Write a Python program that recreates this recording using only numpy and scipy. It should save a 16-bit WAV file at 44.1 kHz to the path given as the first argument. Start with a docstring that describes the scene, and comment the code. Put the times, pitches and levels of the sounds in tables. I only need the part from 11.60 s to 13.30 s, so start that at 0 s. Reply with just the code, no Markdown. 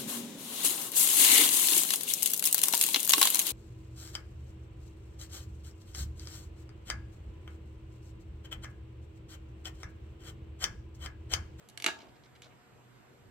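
"""In a small soft room the lid of a plastic tub is twisted off. Its rim slips over the thread in a
quick run of snaps, each a burst of slips ringing the lid's modes, with a knock on the hollow tub.
It comes free with a pop and a low thump. Shaped grainy noise makes the scuffs, ticks, rumble and dull
knocks of handling; a gliding sine makes a squeak. Behind them lie patchy room hiss, low hums of
narrow noise and faint steady whines of plain sine."""
import sys
import numpy as np
from scipy import signal
from scipy.fft import rfft, irfft
from scipy.io import wavfile
from scipy.ndimage import uniform_filter1d

SR = 44100
rng = np.random.default_rng(int(sys.argv[2]) if len(sys.argv) > 2 else 0)


def attenuation_scalar(level_db):
    """Turn a level in dB into a linear amplitude multiplier (20 dB per decade)."""
    decades = np.asarray(level_db, float) / 20
    return 10 ** decades


def to_wav(sig):
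    """Store sig (one row per channel, or 1-D mono) as 16-bit WAV at the path in sys.argv[1].

    Samples outside -1..1 are clipped; the rate is SR.
    """
    pcm = np.clip(np.atleast_2d(sig), -1, 1) * 32767
    pcm = np.round(pcm).astype(np.int16)
    wavfile.write(sys.argv[1], SR, pcm.T)  # frames by channels


N = 74970  # length in samples

# Snaps and knocks of the lid:
# [t/s, level/dB, brightness/dB per octave about 3 kHz, tub level against the snap/dB, slip length/ms]
LID_SNAPS = [(0.0877, -46, 9.5, -17.5, 2.9), (0.098, -49, 8.5, -28, 5.5), (0.1749, -28, 2.5, -29, 4.2),
             (0.2002, -32.5, 2.5, -31, 2.14), (0.2225, -28.5, 4, -27.5, 2.06),
             (0.2425, -17.5, 1.5, -23.5, 2.13), (0.2626, -11.5, 0.5, -30.5, 2.5),
             (0.2659, -21, 1.5, -15, 0.39), (0.2768, -26, 0, -15, 2.4), (0.2846, -25, -1.5, -11.5, 1.8),
             (0.8201, -39.5, 2.5, -30, 2.83)]
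# Lid modes before detuning, tilt and the cap on decay: [f/Hz, level/dB, t60/s]
LID_MODES = [(1242, -10, .012), (1687, -8, 0.011), (2190, -5.5, 0.006), (2922, -4, 0.0059),
             (3700, -9, 0.0089), (4130, -7, 0.0042), (4640, -10.5, 0.0055), (5990, -11.5, 0.0052),
             (6770, -15, 0.0056), (7530, -8, 0.0032), (9770, -19.5, 0.0042), (11130, -22.5, 0.0066),
             (12500, -26, .004), (14900, -32, .003)]
# Tub modes: [f/Hz, level/dB, t60/s]
TUB_MODES = [(333, 1, 0.02), (457.4, -10.5, 0.11), (678, -3.5, 0.07), (850.4, 2, 0.04), (941, -4.5, 0.089),
             (1226, -5.5, 0.078), (1590, -3.5, 0.12), (1667, -0.5, 0.099), (1682, -7, 0.1283),
             (2920, -11, 0.09)]
# Scuffs and ticks of fingers and the loose lid, a low handling rumble at 0.425 s and two dull knocks
# of the tub near 0.86 s; level is before the swell, width is one sigma:
# [t/s, length/s, level/dB, centre f/Hz, width/octaves]
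HANDLING_EVENTS = [(0.263, 0.063, -41.5, 2440, 0.91), (0.388, 0.005, -51.5, 3570, 0.66),
                   (0.399, 0.064, -61.5, 3100, 0.7), (.425, 0.087, -60.5, 282, 1.69),
                   (0.484, 0.016, -63.5, 3320, 0.67), (0.543, 0.042, -70, 3430, 0.56),
                   (0.635, .008, -60.5, 3800, 0.55), (.646, 0.0094, -62.5, 3960, .7),
                   (.657, 0.01, -62.5, 3740, 0.52), (0.751, 0.023, -64.5, 2700, 0.78),
                   (0.824, 0.055, -61, 3500, 0.68), (0.854, 0.0061, -55, 750, 1.2),
                   (0.859, 0.013, -59, 760, 0.92), (0.905, 0.042, -66.5, 2100, 0.47)]
# Decay of the room's tail by band: [f/Hz, t60/s]
ROOM_DECAY = [(200, 0.56), (700, 0.61), (2000, 0.24), (5000, 0.31), (12000, 0.2)]
# Low hums; width is that of each of two equal smoothing poles: [f/Hz, width/Hz, rms level/dB]
HUM_BANDS = [(123.7, 6, -67), (727, 22, -75.5), (381, 10, -75), (479, 12, -75.5), (957, 4.5, -81.5)]
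# Faint whines, before their stereo lean: [f/Hz, rms level/dB]
WHINE_TONES = [(7445, -91), (7564, -89), (8285, -90), (12129, -91), (12247, -94)]
# Spectral shape of the hiss, relative: [f/Hz, level/dB per Hz]
HISS_SHAPE = [(30, -33), (55, -9), (90, -6.5), (120, -6), (150, -7.5), (350, -10), (750, -15.5),
              (1500, -17.5), (3000, -24.5), (5000, -32), (8000, -34.5), (10000, -41), (13000, -39.5),
              (14200, -44), (16000, -66.5)]
# How alike the hiss is left and right: [f/Hz, correlation 0 to 1]
HISS_LIKENESS = [(60, .4), (200, 0.59), (550, 0.14), (1650, 0.13), (5000, 0.5), (15000, 0.087)]
# Stereo lean of the hiss, left over right; the whines lean twice as far: [f/Hz, level/dB]
STEREO_LEAN = [(60, -4), (240, -1.5), (950, -1), (3770, -2), (15000, 2)]

FREE_S = 0.27  # the lid clears the rim
HELD_DB, HELD_HZ = -7.5, 1300  # until then the seated lid damps the tub's modes above this


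def evened(x):
    """Scales to rms 1."""
    return x / np.sqrt(np.mean(x ** 2) + 1e-20)


def read(points, hz):
    """Reads a table on a log-frequency axis."""
    f, value = np.transpose(points)
    return np.interp(np.log(hz + 1), np.log(f + 1), value)


def add(mix, s, sound):
    """Mixes a sound in at time s."""
    part = mix[:, round(s * SR):][:, :sound.shape[-1]]
    part += sound[..., :part.shape[1]]


def late_left(x, lag_s):
    """Delays the left channel, as the spacing of the microphones does."""
    turn = np.exp(-2j * np.pi * np.fft.rfftfreq(N, 1 / SR) * lag_s)
    return np.array([irfft(rfft(x[0]) * turn, N), x[1]])


def ring(modes, tilt_db, scatter, longest_s, detune, held_db=0):
    """Struck plastic: dying sines of alternating sign, scattered left to right, tilted about 3 kHz."""
    low_tilt = 2.2  # brightness acts this much more steeply below 3 kHz
    treble_lean_db = 6.5  # left over right, per octave above 6 kHz
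    scatter_db, rise_s = 1.5, 0.00015
    t = np.arange(SR // 4) / SR
    hz, db, t60 = np.transpose(modes)[:, :, None]
    hz = hz * (1 + detune)
    octaves = np.log2(hz / 3000)
    db = db + tilt_db * np.where(octaves < 0, low_tilt, 1) * octaves
    db = db + held_db * (hz > HELD_HZ)
    decay = attenuation_scalar(db - 60 * t / np.minimum(t60, longest_s))
    sines = decay * np.sin(2 * np.pi * hz * t)
    signs = (-1.) ** np.arange(len(modes))
    lean_db = treble_lean_db * np.maximum(octaves.T - 1, 0) * [[0.5], [-0.5]]
    gains = signs * attenuation_scalar(scatter_db * scatter + lean_db)
    rise = 1 - np.exp(-(t / rise_s) ** 2)
    return gains @ sines * rise


def slips(slip_ms):
    """Stick-slip of the rim: one sharp slip, then fading smaller ones that differ left and right."""
    when = rng.random((2, 8))
    sign = rng.choice([-1., 1.], (2, 8))
    strike = np.zeros((2, 400))
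    at = np.clip(when * slip_ms * SR / 1000, 0, 399).astype(int)
    np.put_along_axis(strike, at, attenuation_scalar(-10) * sign * (1 - when / 2), 1)
    strike[:, 0] = 1
    return strike


def snaps():
    """Each run of slips strikes the lid's modes; its first slip also knocks the hollow tub."""
    out = np.zeros((2, N))
    lid_count = len(LID_MODES)
    for s, db, tilt_db, tub_db, slip_ms in LID_SNAPS:
        strike = slips(slip_ms)
        scatter = rng.standard_normal((3, lid_count + len(TUB_MODES)))
        detune = 0.015 * scatter[2, :lid_count, None]
        lid = ring(LID_MODES, tilt_db, scatter[:2, :lid_count], 0.01, detune)
        tub = ring(TUB_MODES, 0, scatter[:2, lid_count:], 0.17, 0, HELD_DB * (s < FREE_S))
        add(out, s, attenuation_scalar(db) * signal.fftconvolve(lid, strike, axes=1))
        add(out, s, attenuation_scalar(db + tub_db) * tub)
    return out


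def thump():
    """Air leaving the tub at the pop: a low sine that dies fast."""
    start_s, level_db, f_hz, t60_s = 0.263, -33, 250, 0.024
    out, t = np.zeros((2, N)), np.arange(N) / SR
    add(out, start_s, attenuation_scalar(level_db - 60 * t / t60_s) * np.sin(2 * np.pi * f_hz * t))
    return out


def handling():
    """Scuffs, ticks, rumble and dull knocks: uneven noise grains, band-shaped, clumped, peaking early."""
    grain_db, clump_db = 3, 4.5
    size = 4096
    out, hz = np.zeros((2, N)), np.fft.rfftfreq(size, 1 / SR)
    for s, length, db, centre_hz, octaves in HANDLING_EVENTS:
        grit = rng.standard_normal(size)
        grit = grit * attenuation_scalar(grain_db * np.minimum(rng.exponential(1, size), 3))
        distance = np.log2(hz / centre_hz + 1e-9) / max(octaves, 0.1)
        grit = irfft(rfft(grit) * np.exp(-0.5 * distance ** 2))
        clumps = attenuation_scalar(clump_db * evened(uniform_filter1d(rng.standard_normal(size), size=80)))
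        progress = np.clip(np.arange(size) / SR / max(length, 0.002), 0, 1)
        swell = np.sin(np.pi * progress ** 0.42)
        add(out, s, attenuation_scalar(db) * evened(grit * clumps) * swell)
    return out


def squeak():
    """Skin on the rim: a short falling sine with a wobbling level."""
    start_s, length_s, level_db, glide_hz = 0.829, 0.012, -53, (4050, 3200)
    out = np.zeros((2, N))
    progress = np.clip(np.arange(N) / SR / length_s, 0, 1)
    hz = np.interp(progress, (0, 1), glide_hz)
    wobble = attenuation_scalar(2 * evened(uniform_filter1d(rng.standard_normal(N), size=60)))
    tone = np.sin(2 * np.pi * np.cumsum(hz) / SR)
    add(out, start_s, attenuation_scalar(level_db) * wobble * np.sin(np.pi * progress) * tone)
    return out


def room(x):
    """Sparse random echoes per channel: a short near cluster, then a tail dying by band."""
    near_db, near_s, tail_db = -5, 0.0028, -7.5  # near_s: time constant of the cluster
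    size = SR // 2
    taps = np.zeros((2, size))
    at = np.arange(40, size - 20, 20) + rng.integers(0, 20, (2, (size - 41) // 20))
    np.put_along_axis(taps, at, rng.choice([-1., 1.], at.shape), 1)
    near = taps * np.exp(-np.arange(size) / SR / near_s)
    hz, t, z = signal.stft(taps, SR, nperseg=256)
    decay = attenuation_scalar(-60 * t / read(ROOM_DECAY, hz)[:, None])
    tail = signal.istft(z * decay, SR, nperseg=256)[1][:, :size]
    near = attenuation_scalar(near_db) * near / np.linalg.norm(near[0])
    tail = attenuation_scalar(tail_db) * tail / np.linalg.norm(tail[0])
    return signal.fftconvolve(x.mean(0)[None], near + tail, axes=1)[:, :N]


def hiss():
    """Room and microphone noise: shaped random spectra, slightly patchy, partly shared in stereo."""
    level_db, patch_db = -62, 1.7  # level_db: rms of the left-right mean
    frames, hz = N // 512 + 5, np.fft.rfftfreq(2048, 1 / SR)
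    a, b, c, d, patches = rng.standard_normal((frames, 1025, 5)).T
    patches = uniform_filter1d(patches, 20, 0)  # smooth over frequency, then time
    patches = evened(uniform_filter1d(patches, 6, 1))
    same = np.clip(read(HISS_LIKENESS, hz), -1, 1)[:, None]
    left, other = a + 1j * b, c + 1j * d
    z = np.array([left, same * left + np.sqrt(1 - same ** 2) * other])
    lean = read(STEREO_LEAN, hz)[:, None] / 2
    z *= attenuation_scalar(read(HISS_SHAPE, hz)[:, None] + patch_db * patches + np.array([lean, -lean]))
    x = signal.istft(z, nperseg=2048, noverlap=1536)[1][:, :N]
    return attenuation_scalar(level_db) * x / np.sqrt(np.mean(x.mean(0) ** 2))


def hums():
    """Wavering low hums: slow complex noise, partly shared by the channels, shifted up to pitch."""
    t, out = np.arange(N) / SR, np.zeros((2, N))
    for hz, width, db in HUM_BANDS:
        pole = np.exp(-np.pi * width / SR)
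        z = rng.standard_normal((3, N)) + 1j * rng.standard_normal((3, N))
        slow = z[:1] + 0.6 * z[1:]
        for _ in range(2):
            slow = signal.lfilter([1], [1, -pole], slow)
        out += attenuation_scalar(db) * evened((slow * np.exp(2j * np.pi * hz * t)).real)
    return out


def whines():
    """Faint whines: steady sines, in phase left and right."""
    t, out = np.arange(N) / SR, np.zeros((2, N))
    for hz, db in WHINE_TONES:
        gains = attenuation_scalar(db + read(STEREO_LEAN, hz) * np.array([[1], [-1]]))
        out += gains * np.sqrt(2) * np.sin(2 * np.pi * (hz * t + rng.random()))
    return out


def scene():
    """Lid, tub and fingers, direct and through the room, over the background."""
    low_cut = signal.butter(2, 100, "high", fs=SR, output="sos")
    near = signal.sosfilt(low_cut, snaps() + handling() + thump() + squeak())
    direct = near * attenuation_scalar(np.array([[-1.6], [1.6]]))  # placed to the right
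    mix = late_left(direct, 0.00002) + late_left(hiss(), 0.00007)
    return mix + room(near) + hums() + whines()


def band_limit(x):
    """A steep low-pass at the top of the band."""
    return signal.sosfilt(signal.butter(12, 16460, fs=SR, output="sos"), x)


def record(dry):
    """Rolls off everything above 16.3 kHz and finishes the mix."""
    low_pass = signal.firwin(255, 16300, window=("kaiser", 9), fs=SR)
    mix = signal.oaconvolve(dry, low_pass[None], "same")
    return band_limit(mix)


dry = scene()
out = record(dry)
to_wav(out)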